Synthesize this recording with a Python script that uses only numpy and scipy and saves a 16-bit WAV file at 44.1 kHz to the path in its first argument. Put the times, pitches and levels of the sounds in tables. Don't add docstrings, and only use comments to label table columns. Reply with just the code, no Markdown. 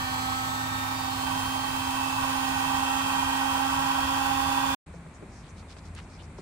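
import sys
import numpy as np
from scipy import signal
from scipy.fft import rfft, irfft
from scipy.io import wavfile

SR = 44100
rng = np.random.default_rng(int(sys.argv[2]) if len(sys.argv) > 2 else 0)


def dump_mix(stems):
    frames = np.atleast_2d(stems).T
    limited = np.clip(frames, -1, 1)
    pcm = np.round(limited * 32767).astype(np.int16)
    wavfile.write(sys.argv[1], SR, pcm)


N = 282681
TIME = np.arange(N) / SR
FREQ = np.arange(N // 2 + 1) * SR / N

# time in seconds, turns per second.
SPEED = [(0.06, 258.5), (0.24, 258.7), (0.36, 259.9), (0.48, 259.7), (1.32, 263.1), (1.44, 263.2),
         (2.44, 265.6), (3.04, 267.2), (3.58, 267.8), (3.78, 268.4), (4.32, 269.1), (4.7, 269.1)]
# time in seconds, seat from 0 (loose) to 1 (home).
SEAT = [(0, 0.147), (.45, 0.093), (.75, 0.132), (1.14, 0.25), (1.29, 0.677), (1.47, 0.522), (1.6, 0.376),
        (1.72, 0.474), (1.81, 0.52), (2.07, 0.748), (2.15, 0.515), (2.21, 0.86), (2.32, 0.892),
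        (2.48, 0.846), (3.1, 0.886), (4.1, 1), (4.75, 0.968)]
# multiple of the shaft rate, level in dB before trim with the nozzle
# loose, half in and home, left minus right in dB, phase lead of the left ear in radians.
WHINE = [(2, -61, -70.5, -52, 6.5, 0.0), (3, -42.5, -44, -35, -21.5, 1), (4, -65.5, -57, -44, -4.5, -0.4),
         (5, -38, -46.5, -41, 3, 2), (7, -42, -53, -41.5, -5.5, -2), (8, -50.5, -65, -53, -3, 3),
         (9, -49, -54, -50, -16.5, 1.5), (10, -62.5, -49, -51, -1.5, 1), (11, -51, -59.5, -54.5, 3.5, -2.5),
         (15, -58.5, -54.5, -62.5, -3.5, -5.5), (17, -52, -65.5, -51, -10.5, -3),
         (19, -71, -67.5, -58, 0, 1), (25, -53.5, -59, -59, -3, -1.35), (36, -52, -59.5, -62.5, -5, 2.5),
         (40, -65, -65, -58, -7.5, 3.5), (42, -67, -79, -65, 0, -1), (50, -59.5, -67, -61.5, -2, 1.5),
         (54, -65, -65.5, -62, -0.5, 0)]
# (time in seconds, level in dB).
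PIERCING = [(6, 0, -4, -3.14, -1.4, [(0, -39), (.88, -40), (1, -48), (2.7, -50), (3.3, -46), (4.7, -45)]),
            (12, 0, -7, -3.0, -1.7, [(0, -43), (.5, -49), (.8, -60), (1, -53), (1.1, -45), (1.3, -45),
            (1.42, -41.5), (1.95, -42.5), (2.05, -50), (2.6, -44), (3, -41), (4.15, -43), (4.36, -50),
            (4.7, -48)]), (13, -2, -14, 2.5, 4.2, [(0, -51), (.2, -46), (.84, -54), (1.24, -52), (2.2, -53),
            (2.9, -49), (3.18, -55), (3.86, -51), (4.3, -44), (4.7, -42)]),
            (14, -5, -5, -0.7, -1.9, [(0, -58), (.38, -56), (.5, -50), (.8, -47.5), (1.08, -48),
            (1.25, -56), (2.2, -57), (2.78, -52), (2.96, -64)]), (16, -2, -6, 0.6, 2.2, [(0, -49),
            (.26, -48), (.4, -54), (.98, -57), (1.12, -48), (1.6, -52), (1.78, -58), (2.48, -52),
            (2.92, -57), (4.7, -56)]), (18, -4, -6, -0.7, 1.2, [(0, -50), (.37, -51), (.5, -60), (.9, -61),
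            (.97, -49), (1.3, -55), (2, -54), (2.4, -58), (4.75, -56)]),
            (24, 0, -1, -3.1, -2.2, [(0.06, -56), (0.36, -74), (1.08, -52), (1.28, -64), (1.42, -55),
            (1.82, -61), (2.6, -57), (2.98, -48), (3.4, -62), (4.22, -59), (4.7, -55)]),
            (30, -2, -3, 1.4, 2.0, [(0, -54), (.22, -48), (.65, -50.5), (.88, -58), (1.28, -51),
            (1.58, -59), (1.9, -50.5), (2.35, -61), (2.9, -51), (3.5, -54), (4.7, -61)]),
            (35, 0, 4, 3.6, 4.2, [(0.06, -59), (0.36, -62), (0.52, -70), (0.68, -57), (1.14, -60),
            (1.92, -54), (2.1, -61), (2.46, -50), (2.62, -60), (3.82, -62), (4.5, -53), (4.7, -58)]),
            (48, -2, -5, 2, 1.8, [(0, -72), (4.1, -68), (4.3, -59), (4.7, -58)])]
# centre in Hz, width in Hz, level in dB relative to the rush level,
# left minus right in dB, phase lead of the left ear in radians, dB lost with the nozzle loose.
HOUSING = [(636.4, 41.3, -16, -4, -2, -5), (791.46, 51.2, -4.5, -12, -3, -2.5),
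           (841.8, 54.9, -2.5, -11, 1.81, 0), (913.5, 41.5, -13.5, 17.5, 0.5, -9.5),
           (972.1, 63.7, 1.5, -2, -2, 5), (1114.3, 96, -4, -10.5, -1.5, -1.5),
           (1287, 174, -17.5, 4.5, -2, 1.5), (1504.6, 47.8, -7.5, -11.5, 5, 4),
           (1585.5, 48, -12, -7, -1, 3), (1873.6, 102, -15, 1.5, -1.5, -2.5),
           (2629, 108, -10, -5.5, 2.5, 8), (2860.3, 86.4, -15, 2.5, -3, 4), (3155, 244, -16.5, -2, 2, 2),
           (3620, 186, -21.5, -7, 2.5, 3.5), (5207, 488, -24, -2.5, 2, -2.5),
           (6550, 740, -27, -3.5, -2.5, 2)]
# frequency in Hz, level in dB per Hz before trim and lean, loose and home.
JET = [(200, -77.5, -77), (379, -78, -79), (512, -80.5, -77.5), (728, -77.5, -73), (1394, -78, -73),
       (1695, -79.5, -76), (1894, -80, -79.5), (2356, -75.5, -74), (3480, -83.5, -78.5), (4210, -77, -77),
       (5320, -83, -80), (5610, -86, -85), (6040, -83, -81.5), (6250, -82.5, -79.5), (6960, -83, -79.5),
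       (10950, -89, -82), (11020, -89, -86.5), (15500, -85, -83)]
# end in seconds, length in seconds (negative: it runs back from
# the end), peak rms in dB, centre in Hz, width in Hz.
LEAK = (1.65, -0.01, -45, 4271, 41.5)
# start in seconds, peak in dB, centre in Hz, width in Hz, t60 in seconds.
KNOCKS = [(0.949, -25.5, 1300, 1100, 0.033)]
# start in seconds, peak in dB before low-pass and pan, centre in Hz,
# width in Hz, t60 in seconds.
TAPS = [(4.941, -37.5, 480, 280, .045), (5.064, -42, 350, 220, .045), (5.224, -35, 340, 200, .06),
        (5.627, -40.5, 600, 700, .035), (5.767, -38.5, 650, 700, .03), (5.950, -37.5, 7500, 6000, .025),
        (5.987, -35, 1600, 1600, .04), (6.223, -42, 520, 500, .035), (6.384, -37, 900, 600, .04),
        (6.387, -34.5, 320, 200, .05)]
# start in seconds, length in seconds, peak rms in dB before
# low-pass and pan, centre in Hz, width in Hz.
BURSTS = [(4.914, 0.082, -65, 6200, 1600), (5.121, 0.07, -61.5, 6200, 1600),
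          (5.26, 0.207, -58.5, 5580, 2000), (5.41, .11, -60.5, 3400, 1700),
          (5.472, 0.055, -60.5, 6300, 1400), (5.546, 0.093, -57, 4550, 2800),
          (5.666, 0.0936, -54, 4000, 2600), (5.748, 0.072, -58.5, 4600, 2600),
          (5.815, 0.097, -58, 4900, 2600), (5.934, 0.101, -49, 2100, 2300), (6.003, .07, -63.5, 5600, 1800),
          (6.058, 0.153, -59, 5060, 1600), (6.169, 0.076, -55, 2900, 1400), (6.21, 0.06, -59.5, 5400, 1800),
          (6.366, 0.0516, -57, 5100, 2400)]
# loudest moment in seconds, firing rate in Hz, level in dB,
# fade in dB per second.
TENT_ENGINE = (0.73, 107, -42, 5.5)
FIELD_ENGINES = [(4.98, 166, -48.5, 45), (5.9, 85.23, -45, 30.56)]
# frequency in Hz, level in dB per Hz.
RUMBLE = [(20, -81.5), (45, -71), (75, -61), (110, -67), (148, -68.5), (162, -63.5), (178, -72.5),
          (230, -77.5), (310, -73), (400, -110), (800, -115)]
# frequency in Hz, level in dB per Hz.
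FIELD = [(20, -100), (45, -67), (85, -66), (130, -72), (165, -68.5), (250, -76.5), (500, -84.5),
         (900, -84.5), (1900, -91), (2400, -90.5), (2900, -100), (4200, -101), (5300, -107), (7000, -103),
         (8300, -98.5), (10000, -109), (11500, -111), (13000, -130)]

HUM_DB, HUM_RISE_DB = -40.5, 5.5
RUSH_DB, RUSH_RISE_DB = -58, 6
TONE_JITTER_RAD, TONE_RUFFLE_DB = .07, 1.1
JET_FLUTTER_DB, JET_SWAY_DB = .7, .35
CLACK_DB = -17
PUMP_END_S, FIELD_START_S = 4.747, 4.861
TOP_HZ, FIELD_TOP_HZ = 15650, 11400


def shaft(wander=0.0002043, tremble=0.000334):
    turns_per_s = curves(SPEED)[0] * (1 + wander * walk(4) + tremble * walk(45))
    return 2 * np.pi * np.cumsum(turns_per_s) / SR


def hum(angle, seat, waver_db=0.5):
    level_db = HUM_DB + HUM_RISE_DB * seat + waver_db * walk(11)
    return np.sqrt(2) * np.sin(angle) * amp(level_db) * pan(-6.5)


def whine(angle, seat, trim_db=-0.2445, fade_db=2.5):
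    out = np.zeros((2, N))
    for order, loose_db, half_db, home_db, side_db, lead_rad in WHINE:
        level_db = np.interp(seat, [0, .5, 1], [loose_db, half_db, home_db])
        level_db = level_db + trim_db + fade_db * walk(3.521)
        out += partial(order * angle, level_db, side_db, lead_rad)
    turned = np.interp(seat, [.18, .65], [0, 1])
    for order, loose_db, home_db, loose_rad, home_rad, levels in PIERCING:
        side_db = loose_db + turned * (home_db - loose_db)
        lead_rad = loose_rad + turned * (home_rad - loose_rad)
        out += partial(order * angle, curves(levels)[0], side_db, lead_rad)
    return out


def partial(angle, level_db, side_db, lead_rad):
    phase = angle + rng.uniform(0, 2 * np.pi) + TONE_JITTER_RAD * walk(50)
    gain = amp(level_db + TONE_RUFFLE_DB * walk(40))
    lead = lead_rad + .25 * walk(2.5)
    return np.sqrt(2) * gain * np.sin([phase + lead, phase]) * pan(side_db)


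def rush(seat, flutter_db=0.0036):
    out = np.zeros((2, N))
    for hz, width_hz, db, side_db, lead_rad, loss_db in HOUSING:
        ears = pan(side_db) * np.exp(1j * np.array([[lead_rad], [0]]))
        ringing = irfft(resonance(hz, width_hz) * ears * noise(0.737), N)
        out += ringing * amp(db - (1 - seal(seat)) * loss_db)
    return out * amp(RUSH_DB + RUSH_RISE_DB * seal(seat, closed_at=0.912) + flutter_db * walk(220))


def jet(angle, seat, trim_db=0.15, chop=0.216, likeness=0.47, alike_below_hz=700, chops_per_turn=3):
    lean = colour([1000, 4000, 12000], [-1.9, -1.2, -.5])
    air = noise(likeness / (1 + (FREQ / alike_below_hz) ** 4)) * np.array([lean, 1 / lean])
    hz, loose_db, home_db = np.transpose(JET)
    loose = irfft(air * colour(hz, loose_db), N)
    home = irfft(air * colour(hz, home_db), N)
    hiss = loose + seal(seat) * (home - loose)
    beat = 1 + chop * np.sin(chops_per_turn * angle)
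    return hiss * beat * amp(trim_db + JET_FLUTTER_DB * walk(300) + JET_SWAY_DB * walk(15))


def seal(seat, closed_at=0.712):
    return np.clip(seat / closed_at, 0, 1)


def leak():
    s, length_s, db, hz, width_hz = LEAK
    whistle = irfft(noise(0.38) * resonance(hz, width_hz), N)
    return whistle / whistle.std() * amp(db) * np.sqrt(swell(s, length_s))


def taps(table, chatter=1.94):
    out = np.zeros((2, N))
    for s, db, hz, width_hz, t60_s in table:
        age = np.clip(TIME - s, 0, 1)
        push = irfft(noise(0.676), N) * (age > 0) * np.exp(-np.log(1000) * age / t60_s)
        push *= chatter / np.linalg.norm(push[0])
        push[:, int(s * SR)] += 1
        body = resonance(hz, width_hz) + amp(CLACK_DB) * resonance(2 * hz, 2 * hz)
        ring = irfft(rfft(push) * body, N)
        out += amp(db) * ring / abs(ring).max()
    return out


def bursts():
    return sum(grit(hz, width_hz) * amp(db) * swell(s, length_s)
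               for s, length_s, db, hz, width_hz in BURSTS)


def grit(hz, width_hz, grains_per_s=500, grain_db=2.5):
    rough = irfft(noise(0.275) * resonance(hz, width_hz), N) * amp(grain_db * walk(grains_per_s))
    return rough / rough.std()


def drone(engine, waver_db=-0.5, waver=0.02017):
    s, hz, db, fade_db_per_s = engine
    phase = 2 * np.pi * np.cumsum(hz * (1 + waver * walk(14))) / SR
    return np.sqrt(2) * np.sin(phase) * amp(db - fade_db_per_s * abs(TIME - s) + waver_db * walk(14))


def background(table, likeness, swell_db):
    low_share = 1 / (1 + (FREQ / 1500) ** 2)
    air = noise(likeness * low_share) * colour(*np.transpose(table))
    bass = irfft(air / (1 + (FREQ / 200) ** 2), N)
    return irfft(air, N) + bass * (amp(swell_db * walk(8.5)) - 1)


def amp(db):
    return 10 ** (np.asarray(db) / 20)


def curves(table):
    s, *columns = np.transpose(table)
    return [np.interp(TIME, s, c) for c in columns]


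def colour(hz, db):
    return amp(np.interp(np.log(FREQ + 1), np.log(hz), db))


def resonance(hz, width_hz, order=3):
    f = FREQ + 1e-3
    stage_width_hz = width_hz / np.sqrt(2 ** (1 / order) - 1)
    return 1 / (1 + 1j * (f / hz - hz / f) * hz / stage_width_hz) ** order


def walk(points_per_s):
    count = int(N / SR * points_per_s) + 4
    fine = signal.resample(rng.standard_normal(count), count * 8)
    return np.interp(TIME * points_per_s * 8, np.arange(len(fine)), fine)


def swell(s, length_s):
    return np.sin(np.pi * np.clip((TIME - s) / length_s, 0, 1)) ** 2


def pan(side_db):
    gains = amp(np.array([[1], [-1]]) * side_db / 2)
    return gains / np.sqrt(np.mean(gains ** 2, axis=0))


def noise(likeness):
    draws = rng.standard_normal((3, len(FREQ))) + 1j * rng.standard_normal((3, len(FREQ)))
    shared, *own = draws * np.sqrt(N * SR) / 2
    share = np.clip(likeness, 0, 1)
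    return np.sqrt(share) * shared + np.sqrt(1 - share) * np.array(own)


def low_pass(x, hz):
    return signal.sosfilt(signal.ellip(12, .1, 90, hz, fs=SR, output="sos"), x)


def scene():
    angle = shaft()
    seat = np.clip(curves(SEAT)[0], 0, 1)
    pump = hum(angle, seat) + whine(angle, seat) + rush(seat) + jet(angle, seat) + leak() + taps(KNOCKS)
    tent_air = background(RUMBLE, likeness=0.94, swell_db=-2.0) + drone(TENT_ENGINE)
    tent = pump + tent_air * pan(-4.0)
    field_air = background(FIELD, likeness=0.998, swell_db=1.5) + sum(map(drone, FIELD_ENGINES))
    outside = low_pass(field_air + bursts() + taps(TAPS), FIELD_TOP_HZ) * pan(0.65)
    in_tent = np.clip((PUMP_END_S - TIME) / .006 + .5, 0, 1)
    in_field = np.clip((TIME - FIELD_START_S) / .004, 0, 1)
    return tent * in_tent + outside * in_field


def record(dry):
    return low_pass(dry, TOP_HZ)


dry = scene()
out = record(dry)
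dump_mix(out)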